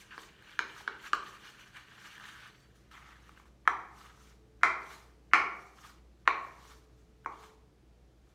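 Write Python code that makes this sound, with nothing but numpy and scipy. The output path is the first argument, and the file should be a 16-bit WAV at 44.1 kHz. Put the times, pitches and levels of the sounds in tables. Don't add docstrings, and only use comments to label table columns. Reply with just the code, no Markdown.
import sys
import numpy as np
from scipy import signal
from scipy.fft import rfft, irfft, next_fast_len
from scipy.io import wavfile
from scipy.ndimage import uniform_filter1d, map_coordinates

SR = 44100
rng = np.random.default_rng(int(sys.argv[2]) if len(sys.argv) > 2 else 0)


def unload_audio(sound):
    columns = np.transpose(np.atleast_2d(sound))
    steps = np.round(np.clip(columns, -1, 1) * 32767)
    wavfile.write(sys.argv[1], SR, steps.astype(np.int16))


def invert_db(x):
    u = np.asarray(x, float) / 20
    return 10 ** u


N = 368144

# start_s, peak_db, hardness_db, room_db, snap_db
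KNOCKS = [
    (.179, -29, -13.5, -7, -37),
    (.591, -14, -7.5, -4, -31),
    (.877, -19, -12.5, -4, -42),
    (1.132, -12, -17.5, -4.5, -44),
    (3.6756, -5, -29.5, -6, -35.5),
    (4.633, -4, -23, -0.5, -38.5),
    (5.3343, -3, -19.5, 1, -36.5),
    (6.276, -3.5, -21.5, -4.5, -44),
    (7.26, -22, -25.5, -3.5, -45),
]
# pitch_hz, width_hz, level_db
BOWL_RINGS = [
    [(1060, 240, -7.5), (1700, 170, -3.5), (2330, 130, -15)],
    [(957, 130, -12.5), (1400, 230, -2), (1660, 194, 1), (2385, 150, -9)],
    [(857, 120, -13), (1400, 290, 2), (1594, 180, 6), (2270, 110, -12)],
    [(1176, 64, 0), (1427, 180, -6), (1640, 100, -5.5), (2990, 320, -13.5)],
]
# pitch_hz, width_hz, level_db
RIM_RINGS = [
    [(740, 170, -10.5), (1080, 350, -1), (1330, 120, 6.5), (1705, 160, 2.5), (2210, 410, -7),
     (3200, 180, -12)],
    [(640, 50, -18.5), (1090, 250, -3.5), (1386, 120, 4.5), (1753, 270, -2), (2076, 77, 3.5),
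     (2340, 180, -6)],
    [(735, 93, -15.5), (1150, 140, -1), (1400, 130, 1), (1780, 170, -2.5), (2234, 210, -2),
     (2900, 200, -11)],
    [(670, 200, -23), (1080, 110, -1.5), (1400, 290, -7.5), (1820, 180, -4.5), (2260, 350, -10.5),
     (2890, 500, -17)],
    [(850, 330, -6), (1060, 373, 2), (1310, 440, -2), (2240, 230, -12.5)],
]
# pitch_hz, width_hz, level_db
UPPER_RINGS = [
    [(3230, 500, -4), (4500, 600, 11), (6360, 1500, -14.5)],
    [(2880, 280, 0.5), (4070, 460, -5), (5120, 320, -9), (6500, 310, -7.5)],
    [(3020, 430, -2), (4100, 600, -6), (5500, 800, -14.5)],
    [(3890, 250, -3), (4490, 350, -4), (5400, 600, -8.5), (7180, 2100, -11)],
    [(3420, 600, -15.5), (4040, 350, 1.5), (4600, 400, -3), (5850, 450, 0.5), (7540, 800, -12.5)],
    [(3110, 120, 5.5), (4100, 250, 1.5), (4600, 520, -2), (5657, 430, 0), (7150, 2400, -8)],
    [(3103, 180, 5), (4190, 410, 0.5), (5180, 370, -1.5), (6095, 400, -3), (7250, 1400, -10.5)],
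    [(3570, 490, -1), (4220, 370, 1), (5860, 440, -7.5), (7600, 900, -22)],
    [(3100, 730, -8), (4200, 500, -12), (5950, 500, -4)],
]
# pitch_hz, width_hz, level_db
HOLLOW = [(218, 150, -9), (370, 190, 5.5)]
THUD_DB, THUD_PER_DB = -32.5, -0.55

# peak_s, rise_s, fall_s, scrub_db, fizz_db
STIR = [(.005, .05, 0.062, -54, -61), (.12, .06, 0.17, -50.5, -76.5), (.215, 0.067, .07, -56, -60),
        (.426, .008, 0.055, -64, -74.5), (.52, 0.16, 0.13, -53, -69.5), (.69, 0.07, 0.14, -55, -69.5),
        (.792, 0.07, 0.065, -49.5, -60), (.95, 0.24, 0.033, -53.5, -79), (1.065, 0.056, 0.038, -44, -57),
        (1.285, 0.086, 0.057, -50.5, -61.5), (1.35, .05, 0.037, -52, -65), (1.452, 0.067, 0.087, -48, -65),
        (1.5, 0.063, 0.038, -54, -62.5), (1.612, 0.089, 0.066, -52.5, -66.5),
        (1.68, 0.035, .03, -55.5, -68.5), (1.77, .04, 0.059, -47, -63), (1.9, 0.076, 0.18, -55, -72),
        (2.0, 0.022, 0.079, -55, -71), (2.065, 0.096, 0.085, -48, -62), (2.135, 0.044, 0.055, -54, -64),
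        (2.265, 0.091, 0.19, -47, -62), (2.36, 0.11, .08, -57, -80), (2.485, 0.21, 0.024, -50.5, -68.5),
        (2.6, .1, 0.12, -81, -75)]
# peak_s, rise_s, fall_s, scrub_db, fizz_db
SCRAPE = [
    (2.758, 0.0093, 0.069, -68.5, -72),
    (2.914, 0.0032, .14, -52.5, -68),
    (2.975, 0.028, .04, -56, -68),
    (3.1, 0.16, 0.11, -54, -72.5),
    (3.29, 0.14, .05, -60.5, -72),
    (3.39, 0.087, 0.054, -59.5, -74),
    (3.458, .006, 0.043, -66.5, -74.5),
]
# peak_s, rise_s, fall_s, scrub_db, fizz_db
WIPE = [(3.8, .1, .15, -74, -76), (3.99, .06, .1, -61, -64.5), (4.07, 0.11, .05, -54, -68),
        (4.23, .1, .08, -58.5, -67), (4.29, .05, .07, -71, -70.5), (4.93, 0.11, 0.1, -52, -59.5),
        (5.62, .2, 0.18, -72, -70.5), (5.79, 0.017, 0.033, -53.5, -80), (5.865, 0.09, 0.063, -52.5, -60.5),
        (6.45, .15, 0.17, -74.5, -71.5), (6.62, 0.15, 0.13, -62.5, -74), (6.705, 0.14, 0.078, -57, -64.5),
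        (6.785, 0.087, 0.019, -81, -70.5), (7.0, 0.099, 0.081, -78, -79.5), (7.33, .02, 0.07, -61, -75),
        (7.44, .1, 0.073, -57, -65.5), (8.292, .03, 0.054, -71, -80)]
# pitch_hz, width_hz, level_db
FULL_BOWL = [(1080, 540, -5), (1620, 410, 1.5), (3050, 710, -4.5), (4550, 560, -11.5), (5900, 990, -20.5)]
# pitch_hz, width_hz, level_db
TILTED_BOWL = [(1250, 400, 1.5), (2100, 600, -3), (3000, 900, -6.5)]
# pitch_hz, width_hz, level_db
OPEN_BOWL = [(1200, 320, 0.5), (2200, 1000, -6), (2960, 1300, -7.5)]
# pitch_hz, level_db_per_hz
FOAM = [(1470, -21), (2500, -9.5), (2720, -15.5), (3060, -6.5), (4110, -3), (4910, -4.5), (5970, -2),
        (6810, -4), (10600, -12.5), (14700, -13.5), (16000, -21.5)]
# scrub_db, fizz_db
RESTING_DB = [-81.5, -85.5]
FADE_DB = 12

# start_s, peak_db, pitch_hz
TICKS = [(0.424, -42, 1620), (0.764, -36, 1400), (0.846, -46, 1500), (1.06, -73, 1640), (2.18, -34.5, 1690),
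         (2.199, -35.5, 1640), (2.239, -37.5, 1600), (2.254, -35, 1810), (2.467, -42, 1720),
         (2.916, -55, 1320), (2.952, -39.5, 1330), (3.293, -38, 1250), (3.375, -41.5, 1550),
         (3.399, -41, 1150), (3.456, -50, 1060), (4.175, -49.5, 1080), (6.652, -41.5, 1187),
         (7.247, -42, 1540), (.808, -39, 906), (1.151, -28, 1200), (3.108, -46.5, 1745), (7.325, -60, 3300)]
# peak_s, rise_s, fall_s, level_db
SQUEAK = [
    (2.635, .14, .02, -76),
]
SQUEAK_HZ, SQUEAK_GLIDE_HZ_PER_S = 4550, 500

# pitch_hz, t60_s
ROOM = [(250, 0.98), (660, 0.93), (1200, 0.55), (2300, 0.57), (3000, 0.46), (4500, 0.47), (7000, 0.41),
        (12000, 0.32)]
# pitch_hz, level_db
WALLS = [(250, 0.5), (450, 6.5), (800, 2.5), (1150, 0.5), (1650, -6.5), (2350, 3), (2700, -2.5), (3300, 1),
         (4500, 3), (9000, 2), (14000, 0)]
# pitch_hz, level_db, t60_s
STANDING = [(203, -19.5, 0.66), (320, -20, 0.72), (388.3, -22.5, 0.92), (452.5, -16.5, 0.25),
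            (726, -17, 0.19), (1105, -21, 0.5)]

# pitch_hz, level_db_per_hz
AIR = [(26, -34.5), (38, -4.5), (65, -7), (88, -16), (122, -8.5), (257, -19), (323, -13.5), (376, -20),
       (428, -18), (677, -26.5), (749, -25), (851, -30.5), (5210, -41), (16000, -55.5)]
AIR_DB = -61.5
MAINS_ON_S, MAINS_RISE_S = 2.2, 0.52
MAINS_DB, MAINS_IDLE_DB, SECOND_DB = -61, -78.5, -75
MOTOR_DB, MOTOR_FADE_DB_PER_S = -72, 1
# peak_s, rise_s, fall_s, level_db
PIPE = [
    (4.5, .45, 0.23, -69),
    (5.1, .3, 0.41, -71),
    (6.75, .25, 0.88, -72),
    (7.5, .3, 0.17, -59.5),
]
PIPE_HZ = 436


def knocks():
    out, lead, t = np.zeros(N + SR), round(.023 * SR), np.arange(SR) / SR
    for knock, ring, stiff in zip(KNOCKS, BOWL_RINGS + RIM_RINGS, UPPER_RINGS):
        start_s, peak_db, hard_db, room_db, snap_db = knock
        body = filtered(push(0.00022), lambda hz: modes(ring)(hz) * soft(hz, 750, 2400))
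        thud = filtered(push(0.00053), modes(HOLLOW))
        crack = filtered(push(0.000092), lambda hz: modes(stiff)(hz) * soft(hz, 2700, 9000))
        burst = rng.standard_normal(SR) * invert_db(-60 * t / 0.017)
        snap = filtered(burst, lambda hz: soft(hz, 5000, 9000) * soft(hz, 3000, 12000))
        thud_db = THUD_DB + THUD_PER_DB * peak_db
        parts = [(body, 0), (thud, thud_db), (crack, hard_db), (snap, snap_db)]
        blow = invert_db(peak_db) * sum(invert_db(part_db) * part / abs(part).max() for part, part_db in parts)
        start = round(start_s * SR)
        out[start:][:SR] += blow + invert_db(room_db) * echo(blow, gap=0.0018)
        lead_in = unit(filtered(rng.standard_normal(lead), modes(ring)))
        lead_in *= invert_db(-5 * np.sin(np.pi * t[:lead] / t[lead]))
        out[start - lead:][:lead] += invert_db(peak_db - 51.5) * lead_in
    return out[:N]


def push(contact_s):
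    t = np.arange(SR) / SR
    return np.sin(np.pi * np.clip(t / contact_s, 0, 1)) ** 2


def modes(table):
    def response(f):
        total = 0
        for k, (centre, width, db) in enumerate(table):
            resonance = 1j * f * width / (centre * centre - f * f + 1j * f * width)
            total = total + (-1) ** k * invert_db(db) * resonance
        return total
    return response


def soft(hz, low_hz, high_hz):
    return 1 / (1 + low_hz / (1j * hz + 1e-9)) ** 2 / (1 + 1j * hz / high_hz) ** 2


def stroke(rows, bowl):
    scrub_gain, fizz_gain = swells(rows) + invert_db(RESTING_DB)[:, None] / 3
    slips = patchy(grit(spiky_db=3.5, share=0.69), depth_db=2.35)
    scrub = filtered(slips, lambda hz: modes(bowl)(hz) * soft(hz, 650, 4500))
    bubbles = patchy(grit(spiky_db=7.0, share=0.3), depth_db=2.5)
    fizz = filtered(bubbles, lambda hz: invert_db(along(FOAM, hz)))
    return scrub_gain * invert_db(-2) * unit(scrub) + fizz_gain * unit(fizz)


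def grit(spiky_db, share):
    size_db = spiky_db * np.minimum(rng.exponential(size=N), 4)
    size_db += 3.0 * wobble(69) + 1.4 * wobble(400)
    spikes = unit(rng.standard_normal(N) * invert_db(size_db))
    return np.sqrt(share) * spikes + np.sqrt(1 - share) * rng.standard_normal(N)


def patchy(x, depth_db):
    z = signal.stft(x, nperseg=256)[2]
    field = uniform_filter1d(rng.standard_normal(z.shape), size=4, axis=0)
    field = uniform_filter1d(field, size=6, axis=1)
    return signal.istft(z * invert_db(depth_db * unit(field)), nperseg=256)[1][:N]


def swells(rows):
    t, power = np.arange(N) / SR, 0
    for peak_s, rise_s, fall_s, *db in rows:
        away = np.maximum((peak_s - t) / rise_s, (t - peak_s) / fall_s)
        power = power + invert_db(2 * np.array(db))[:, None] * invert_db(-2 * FADE_DB * away)
    return np.sqrt(power)


def ticks():
    out, t = np.zeros(N + SR), np.arange(SR // 20) / SR
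    for start_s, peak_db, hz in TICKS:
        ring = np.sin(2 * np.pi * hz * t) + invert_db(-12.5) * np.sin(2 * np.pi * 1.864 * hz * t)
        ring *= invert_db(-60 * t / .012) * (1 - np.exp(-t / 0.00035))
        click = invert_db(-19 - 60 * t / .003) * rng.standard_normal(len(t))
        out[round(start_s * SR):][:len(t)] += invert_db(peak_db) * (ring + click)
    return out[:N]


def squeak():
    hz = SQUEAK_HZ + SQUEAK_GLIDE_HZ_PER_S * (np.arange(N) / SR - SQUEAK[0][0])
    return swells(SQUEAK)[0] * tone(hz, 0, 3.3, rate=40)


def echo(x, gap):
    hz, frames, z = signal.stft(rng.standard_normal(SR), SR, nperseg=256)
    decay = invert_db(-60 * frames / along(ROOM, hz)[:, None])
    tail = signal.istft(z * decay, SR, nperseg=256)[1][:SR]
    t = np.arange(SR) / SR
    for mode_hz, db, t60 in STANDING:
        tail += invert_db(db + rng.normal(0, 0.52) - 60 * t / t60) * np.sin(2 * np.pi * mode_hz * t)
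    tail *= 1 + 0.49 * invert_db(-60 * t / .22)
    tail *= np.clip(t / gap, 0, 1) ** 2
    tail = filtered(tail / np.linalg.norm(tail), lambda hz: invert_db(along(WALLS, hz)))
    return signal.fftconvolve(x, tail)[:len(x)]


def house():
    air = unit(filtered(rng.standard_normal(N), lambda hz: invert_db(along(AIR, hz))))
    t = np.arange(N) / SR
    switched_on = np.clip((t - MAINS_ON_S) / MAINS_RISE_S, 0, 1)
    mains_db = MAINS_IDLE_DB + (MAINS_DB - MAINS_IDLE_DB) * switched_on
    hum = tone(np.full(N, 59.3), mains_db, 1.5, rate=4.0)
    hum += tone(np.full(N, 118.6), SECOND_DB, 2, rate=4.7)
    motor = tone(np.full(N, 203.), MOTOR_DB - MOTOR_FADE_DB_PER_S * t, 2.5, rate=4.2)
    pipe = swells(PIPE)[0] * tone(np.full(N, PIPE_HZ), 0, 2.3, rate=1.7)
    return invert_db(AIR_DB - 2) * air + hum + motor + pipe


def tone(hz, db, unsteady_db, rate):
    level = np.sqrt(2) * invert_db(db + unsteady_db * wobble(rate))
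    return level * np.sin(2 * np.pi * np.cumsum(hz) / SR + 0.36 * wobble(rate))


def wobble(rate):
    knots = rng.standard_normal(int(N * rate / SR) + 4)
    return map_coordinates(knots, [np.arange(N) * rate / SR])


def filtered(x, response):
    m = next_fast_len(len(x) + 8192)
    return irfft(rfft(x, m) * response(np.fft.rfftfreq(m, 1 / SR)), m)[:len(x)]


def along(points, hz):
    f, v = np.transpose(points)
    return np.interp(np.log(hz + 1), np.log(f + 1), v)


def unit(x):
    return x / np.sqrt(np.mean(x ** 2) + 1e-20)


def scene():
    brush = stroke(STIR, FULL_BOWL) + stroke(SCRAPE, TILTED_BOWL) + stroke(WIPE, OPEN_BOWL)
    brush += ticks() + squeak()
    return (knocks() + brush + invert_db(-8) * echo(brush, gap=0.0019) + house())[None]


def top_cut(x):
    return signal.sosfilt(signal.butter(12, 15780, fs=SR, output="sos"), x)


def record(dry):
    mix = filtered(dry[0], lambda hz: soft(hz, 36, 90000))[None]
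    return top_cut(mix)


dry = scene()
out = record(dry)
unload_audio(out)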